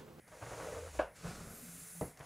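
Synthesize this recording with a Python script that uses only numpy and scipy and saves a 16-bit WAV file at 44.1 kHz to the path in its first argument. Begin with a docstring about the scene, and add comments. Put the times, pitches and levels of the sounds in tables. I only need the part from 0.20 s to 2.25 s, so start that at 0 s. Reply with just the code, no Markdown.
"""A hand pump is worked once in a small workshop, filling a plastic bottle through a hose.
On the pull air hisses in, stick-slip friction of the seal sets the barrel ringing, and the piston's
impact on the top stop excites damped modes. On the push the barrel hums, a turbulent jet through the
valve drives resonances that rise with pressure, and the piston thumps on the bottom stop.
Then the next pull begins."""
import sys
import numpy as np
from scipy import signal
from scipy.fft import rfft, irfft
from scipy.io import wavfile

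SR = 44100
rng = np.random.default_rng(int(sys.argv[2]) if len(sys.argv) > 2 else 0)


def materialize(psi):
    """Save the field psi as 16-bit PCM at rate SR to the path in sys.argv[1].

    A 1-D psi becomes a single channel; in a 2-D psi each row is a channel.
    """
    bounded = np.clip(np.atleast_2d(psi).T, -1, 1)
    quanta = np.round(bounded * 32767).astype(np.int16)
    wavfile.write(sys.argv[1], SR, quanta)


N = 90404
TIME = np.arange(N) / SR


def from_db(db):
    """Amplitude ratio of a level in decibels."""
    return 10 ** (np.asarray(db) / 20)

def in_time(rows):
    """Linear interpolation of each column over time; the last is a level, silent before the first row."""
    times, *columns, db = np.transpose(rows)
    return [np.interp(TIME, times, c) for c in columns] + [np.interp(TIME, times, db, left=-np.inf)]

def envelope(rows):
    """Amplitude envelope of a level curve."""
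    return from_db(in_time(rows)[0])

def decay(start, t60, attack):
    """Exponential build-up and damping; t60 is the time to fall 60 dB."""
    age = np.maximum(TIME - start, 0)
    return (1 - np.exp(-age / attack)) * from_db(-60 * age / t60)

def colour(white, spectrum):
    """Spectral shaping: white noise of rms 1 takes on the given spectral density."""
    hz, db = np.transpose(spectrum)
    f = np.maximum(np.fft.rfftfreq(2 * N, 1 / SR), 1)
    gain = from_db(np.interp(np.log(f), np.log(hz), db)) * np.minimum(f / hz[0], 1)
    return irfft(rfft(white, 2 * N) * gain)[:N] * np.sqrt(SR / 2)

def noise(spectrum):
    """Stationary Gaussian noise of the given spectral density."""
    return colour(rng.standard_normal(N), spectrum)

def drift(rate_hz):
    """Low-pass random fluctuation with standard deviation 1."""
    f = np.fft.rfftfreq(N, 1 / SR)
    x = irfft(rfft(rng.standard_normal(N)) / (1 + (f / rate_hz) ** 2), N)
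    return x / x.std()

def phase(hz):
    """Phase as the time integral of frequency."""
    return 2 * np.pi * np.cumsum(hz * np.ones(N)) / SR

def band_noise(hz, width_hz):
    """A randomly driven resonance: two quadrature components fluctuate independently; rms about 0.71 (1/2)."""
    angle = phase(hz)
    return (drift(width_hz / 2) * np.cos(angle) + drift(width_hz / 2) * np.sin(angle)) / np.sqrt(2)

def rough_tone(hz, db, width_hz, pure_share=.25):
    """A sinusoid and a noise band share the power of one tone."""
    pure = np.sqrt(2 * pure_share) * np.sin(phase(hz))
    return from_db(db) * (pure + np.sqrt(1 - pure_share) * band_noise(hz, width_hz))

def resonate(x, peaks, width_hz, trim_db=0):
    """Resonant filtering: each row adds a Lorentzian peak or dip to the response in dB."""
    f = np.fft.rfftfreq(N, 1 / SR)
    db = trim_db + sum(gain / (1 + (2 * (f - hz) / width_hz) ** 2) for hz, gain in peaks)
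    return irfft(rfft(x) * from_db(db), N)


# background of the workshop: (frequency [Hz], density [dB/Hz])
ROOM_SPECTRUM = [(25, -100), (55, -100), (150, -87.5), (280, -101), (400, -105), (560, -101), (800, -107),
                 (1200, -107), (1650, -102), (2100, -98), (2700, -114), (4000, -117), (8000, -113),
                 (9300, -111), (9950, -100), (10800, -115), (12500, -117), (13700, -114), (15500, -120)]
def room_noise():
    """Stationary ambient noise sets a quiet floor."""
    return noise(ROOM_SPECTRUM)

# air drawn in and driven out: (time [s], level [dB])
PULL_FLOW = [(.05, -44), (.08, -13), (.13, -10.5), (.2, -5.5), (.3, -1), (.48, 1), (.62, -1.5), (.72, -3.5),
             (.76, 0.5), (.8, -4), (.87, -20), (.92, -48), (1.96, -42), (1.98, -14.5), (2.01, -13),
             (2.05, -5.5)]
PUSH_FLOW = [(.935, -27), (.96, -4.5), (1.02, -3.5), (1.08, 3), (1.2, -2), (1.28, -5), (1.6, -5),
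             (1.8, -8.5), (1.9, -10), (1.95, -18)]
# its hiss: (frequency [Hz], density [dB/Hz])
PULL_HISS = [(200, -108), (1000, -102), (1500, -101), (2500, -94), (3200, -98), (5200, -97), (7000, -92),
             (8400, -98.5), (9700, -94.5), (11500, -104), (15500, -111)]
PUSH_HISS = [(200, -108), (950, -104), (1400, -89.5), (1900, -93.5), (2600, -92.5), (3100, -99),
             (4300, -95), (6500, -94.5), (7500, -93), (8500, -97.5), (9800, -98), (11500, -104),
             (15500, -112)]
# reflections from nearby surfaces: (delay [s], gain [dB])
ECHOES = [(.0026, -27), (.0047, -11), (.0083, -13.5)]
def airflow(trim_db=-0.97):
    """Turbulent flow radiates broadband hiss, which interferes with its early reflections."""
    direct = envelope(PULL_FLOW) * noise(PULL_HISS) + envelope(PUSH_FLOW) * noise(PUSH_HISS)
    reflected = sum(from_db(db) * np.interp(TIME - delay, TIME, direct, left=0) for delay, db in ECHOES)
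    return from_db(trim_db) * (direct + reflected)

def stick_slip(slips_per_s=200, spread_db=1, ring_s=0.0052, smooth_share=0.43):
    """Stick-slip friction: randomly timed, decaying bursts over a smooth rub; rms 1."""
    slips = rng.random(N) < slips_per_s / SR
    strength = from_db(spread_db * np.minimum(rng.exponential(1, N), 3))
    energy = signal.lfilter([1], [1, -np.exp(-2 / (ring_s * SR))], slips * strength ** 2 + 1e-18)
    return rng.standard_normal(N) * np.sqrt(smooth_share + (1 - smooth_share) * energy / energy.mean())

def judder(depth_db=0.33):
    """Slight random amplitude modulation from the juddering seal."""
    return from_db(depth_db * drift(rate_hz=32.4))

# resonances of pump and room: (frequency [Hz], gain [dB])
BODY_RESONANCES = [(57, 5.5), (170, 5.5), (230, 7), (297, 3), (437, 10), (474, 4.5), (523, -6), (602, 1.5),
                   (743, 5.5), (822, 3), (901, 2), (955, 8), (1133, 7), (1276, 0), (1480, 7), (1615, 7)]
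def body(x):
    """Fixed resonances of pump and room filter the rubbing and the reverberation."""
    return resonate(x, BODY_RESONANCES, width_hz=8.9)

# friction of the seal: (time [s], level [dB])
PULL_RUB = [(.07, -15), (.112, -18), (.121, -2), (.16, -12.5), (.205, -16), (.224, 5.5), (.25, -2),
            (.3, -2.5), (.322, 5.5), (.36, -1.5), (.4, 1), (.45, 0.5), (.52, -0.5), (.555, 1), (.63, -9),
            (.68, -4.5), (.72, -19), (.76, -4), (.8, -16), (.9, -22), (1.96, -21.5), (1.995, -14.5),
            (2.004, 2.5), (2.05, -8.5)]
PUSH_RUB = [(.93, -29), (.97, -14.5), (1.03, -8), (1.055, 5), (1.1, 2.5), (1.17, -3), (1.29, -4),
            (1.4, -13), (1.6, -18.5), (1.79, -26.5), (1.9, -40)]
# its spectrum: (frequency [Hz], density [dB/Hz])
PULL_RUB_SPECTRUM = [(25, -95), (55, -77.5), (170, -81.5), (230, -91.5), (300, -81.5), (390, -82),
                     (450, -82), (620, -77), (820, -81.5), (1350, -83.5), (2100, -90), (3200, -101),
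                     (8000, -118)]
PUSH_RUB_SPECTRUM = [(25, -74), (50, -78), (140, -72), (250, -84), (450, -78.5), (650, -82), (900, -90),
                     (1350, -83.5), (2200, -103), (3500, -108), (8000, -120)]
# ringing of the barrel as the piston rises: (time [s], level [dB])
BARREL_RING = [(.15, -15), (.28, -12), (.42, -3), (.5, 3), (.58, 1.5), (.67, -4.5), (.72, -23),
               (.77, -10.5), (.86, -44)]
# its modes: (frequency [Hz], bandwidth [Hz], level [dB])
BARREL_MODES = [(431.6, 16, -57.5), (472.6, 72, -50), (523.5, 48, -51), (599, 70, -55.5)]
def piston_friction():
    """Friction-induced vibration: the seal rubs both ways and rings the barrel's modes as it rises."""
    pull = envelope(PULL_RUB) * body(colour(stick_slip(), PULL_RUB_SPECTRUM))
    push = envelope(PUSH_RUB) * body(colour(stick_slip(), PUSH_RUB_SPECTRUM))
    barrel = envelope(BARREL_RING) * sum(rough_tone(hz, db, width) for hz, width, db in BARREL_MODES)
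    return (pull + push + barrel) * judder()

# ticks of valve and handle: (time [s], level [dB])
TICKS = [(0.0781, -11), (1.8106, -1), (1.9722, -6.5), (1.9919, -8)]
# their spectrum: (frequency [Hz], density [dB/Hz])
TICK_SPECTRUM = [(400, -100), (1500, -78.5), (4000, -93), (6500, -83), (9000, -94.5), (11500, -87),
                 (15500, -108)]
def ticks():
    """Light impacts give brief broadband transients as the stroke reverses."""
    return noise(TICK_SPECTRUM) * sum(from_db(db) * decay(s, t60=0.03, attack=0.0008) for s, db in TICKS)

# soft bumps: (time [s], level [dB], frequency [Hz])
BUMPS = [(0.086, -60.5, 112), (.121, -49, 621), (0.22, -42, 113.2), (0.271, -48.5, 114), (0.317, -48, 118),
         (0.672, -59, 84), (1.051, -40, 147.4), (1.412, -51, 232), (1.736, -58, 205.6), (2.0, -47.5, 136)]
def bumps():
    """Damped free vibration of the pump body as the piston takes up its load."""
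    return sum(from_db(db) * decay(s, t60=.17, attack=.003) * np.sin(2 * np.pi * hz * (TIME - s))
               for s, db, hz in BUMPS)

# air column on the pull: (time [s], frequency [Hz], level [dB])
PULL_DRONE = [(.19, 115.2, -82), (.225, 113.6, -56), (.36, 109.9, -69), (.5, 106.6, -57), (.6, 87.8, -55),
              (.685, 79.8, -49.5), (.73, 70.6, -54), (.77, 66.2, -47), (.83, 56.5, -51.5), (.92, 55.6, -74)]
def pull_drone():
    """The resonant frequency of an air column falls as the column lengthens."""
    return rough_tone(*in_time(PULL_DRONE), width_hz=45)

# sharp click of the piston striking each stop: (time [s], peak level [dB], time scale [s])
CONTACT_PULSES = [(0.7907, -36, 0.000083), (1.8124, -28.5, 0.00025)]
def contact_pulses():
    """Sudden deceleration at a stop radiates a single short pressure pulse."""
    out = 0
    for centre, db, scale in CONTACT_PULSES:
        u = (TIME - centre) / scale
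        out += from_db(db) * (u * u / 2 - 1) * np.exp(-(u / 2) ** 2)
    return out

def knock(hits, modes, reverb_spectrum):
    """Modal superposition: each contact rings damped modes; the first starts the room's reverberation."""
    out = body(noise(reverb_spectrum)) * decay(hits[0][0], t60=.24, attack=0.0024)
    for start, hit_db in hits:
        age = np.maximum(TIME - start, 0)
        for k, (hz, db, t60) in enumerate(modes):
            amplitude = from_db(hit_db + db - np.minimum(60 * age / t60, 200))
            out += (-1) ** k * amplitude * np.sin(2 * np.pi * hz * age)
    return out

# contacts with the top stop: (time [s], level [dB])
TOP_HITS = [(.7916, -6), (.7946, -2.5), (.8085, -19), (.8205, -20)]
# modes they excite: (frequency [Hz], level [dB], T60 [s])
TOP_MODES = [(317, -31, 0.046), (487, -35.5, 0.11), (519.5, -30, 0.2), (612, -27, 0.089), (708, -33.5, .06),
             (834, -28, 0.046), (1070, -33, 0.033), (1304, -42, 0.028), (1484, -31, 0.069),
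             (1582, -30, 0.041), (2160, -37.5, 0.025), (2567, -41, 0.043)]
# reverberation: (frequency [Hz], density [dB/Hz])
TOP_REVERB = [(150, -83), (320, -74), (600, -55.5), (800, -64), (1200, -69.5), (1650, -68.5), (1950, -82.5),
              (2700, -77), (3400, -88), (7000, -97.5), (14000, -115)]
def top_stop():
    """Impact excitation of midrange modes ends the pull with a knock."""
    return knock(TOP_HITS, TOP_MODES, TOP_REVERB)

# tone that climbs with pressure: (time [s], frequency [Hz], level [dB])
CLIMBING_TONE = [(1.08, 206.2, -59), (1.2, 222.8, -61), (1.3, 226.2, -57.5), (1.385, 229.8, -61.5),
                 (1.43, 234.6, -51.5), (1.49, 246.4, -62), (1.6, 269, -66), (1.7, 275, -88)]
# hum of fixed pitch: (time [s], level [dB])
HUM = [(.95, -95), (1.035, -57), (1.06, -43), (1.15, -55), (1.25, -54), (1.38, -69), (1.46, -50),
       (1.58, -57.5), (1.7, -72), (1.8, -51), (1.87, -90)]
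def push_hum(hum_hz=171):
    """Two air resonances sound in the barrel under compression, one rising and one steady."""
    climbing = rough_tone(*in_time(CLIMBING_TONE), width_hz=36)
    steady = rough_tone(hum_hz, *in_time(HUM), width_hz=17)
    return climbing + steady

# jet through the valve: (time [s], level [dB])
JET_FLOW = [(1.15, -11.5), (1.28, -7.5), (1.38, -3), (1.5, -3), (1.6, -1), (1.8, -0.5), (1.86, -5.5),
            (1.91, -8.5), (1.96, -22), (2.05, -41)]
# its spectrum: (frequency [Hz], density [dB/Hz])
JET_SPECTRUM = [(2500, -115), (5300, -103), (6500, -91.5), (8000, -93.5), (9300, -92), (10500, -91),
                (12500, -95.5), (14500, -99), (15600, -102)]
# two jet resonances that rise with pressure: (time [s], frequency [Hz], level [dB])
JET_HIGH = [(1.22, 10350, -85), (1.3, 11300, -58), (1.35, 11870, -54), (1.42, 12700, -57),
            (1.52, 13230, -60), (1.65, 14000, -66), (1.82, 14700, -66), (1.9, 15000, -84)]
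JET_LOW = [(1.3, 7310, -86), (1.5, 8850, -62), (1.65, 9670, -56.5), (1.78, 10530, -55.5),
           (1.86, 10900, -52), (1.93, 11300, -85)]
# resonances of valve and bottle: (frequency [Hz], gain [dB])
WHISTLES = [(6270, 5), (6900, 4), (7440, 11), (8090, 4), (8352, 10), (8780, 6), (9090, 4), (9530, 10),
            (9870, 7), (10110, 11), (10800, 5), (11490, 4), (12450, 4), (12930, 5), (13400, 4), (14400, 11),
            (15000, 11)]
def valve_jet():
    """A turbulent jet whistles as its rising noise bands sweep through narrow, fixed resonances."""
    bands = in_time(JET_HIGH), in_time(JET_LOW)
    rising = sum(from_db(db) * band_noise(hz, width_hz=1700) for hz, db in bands)
    hiss = envelope(JET_FLOW) * noise(JET_SPECTRUM)
    return resonate(hiss + rising, WHISTLES, width_hz=90, trim_db=-2.8)

# contacts with the bottom stop: (time [s], level [dB])
BOTTOM_HITS = [(1.8103, -16), (1.8138, 1)]
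# modes they excite: (frequency [Hz], level [dB], T60 [s])
BOTTOM_MODES = [(134, -34, 0.06), (172, -32, 0.13), (285, -44, 0.11), (428, -29.5, 0.027), (491, -42, 0.17),
                (627, -39.5, 0.09), (830, -51, 0.027), (1240, -40.5, .03)]
# reverberation: (frequency [Hz], density [dB/Hz])
BOTTOM_REVERB = [(25, -68), (55, -62.5), (160, -60.5), (350, -67.5), (520, -66), (850, -72), (1300, -81),
                 (2000, -84), (3200, -102), (8000, -115)]
def bottom_stop():
    """Impact excitation of lower modes ends the push with a thump."""
    return knock(BOTTOM_HITS, BOTTOM_MODES, BOTTOM_REVERB)


def scene():
    """Linear superposition of pump and room, identical in both channels."""
    stops = contact_pulses() + top_stop() + bottom_stop()
    air = valve_jet() + airflow()
    mechanism = ticks() + piston_friction() + bumps()
    air_column = (pull_drone() + push_hum()) * judder()
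    return np.tile(stops + air + mechanism + air_column + room_noise(), (2, 1))

def record(dry, low_cut_hz=19.3, high_cut_hz=15650):
    """Band limiting: a gentle high-pass removes the deepest bass, a steep low-pass the highest treble."""
    x = signal.sosfilt(signal.butter(2, low_cut_hz, "high", fs=SR, output="sos"), dry)
    return signal.sosfilt(signal.ellip(12, .1, 80, high_cut_hz, fs=SR, output="sos"), x)


dry = scene()
out = record(dry)
materialize(out)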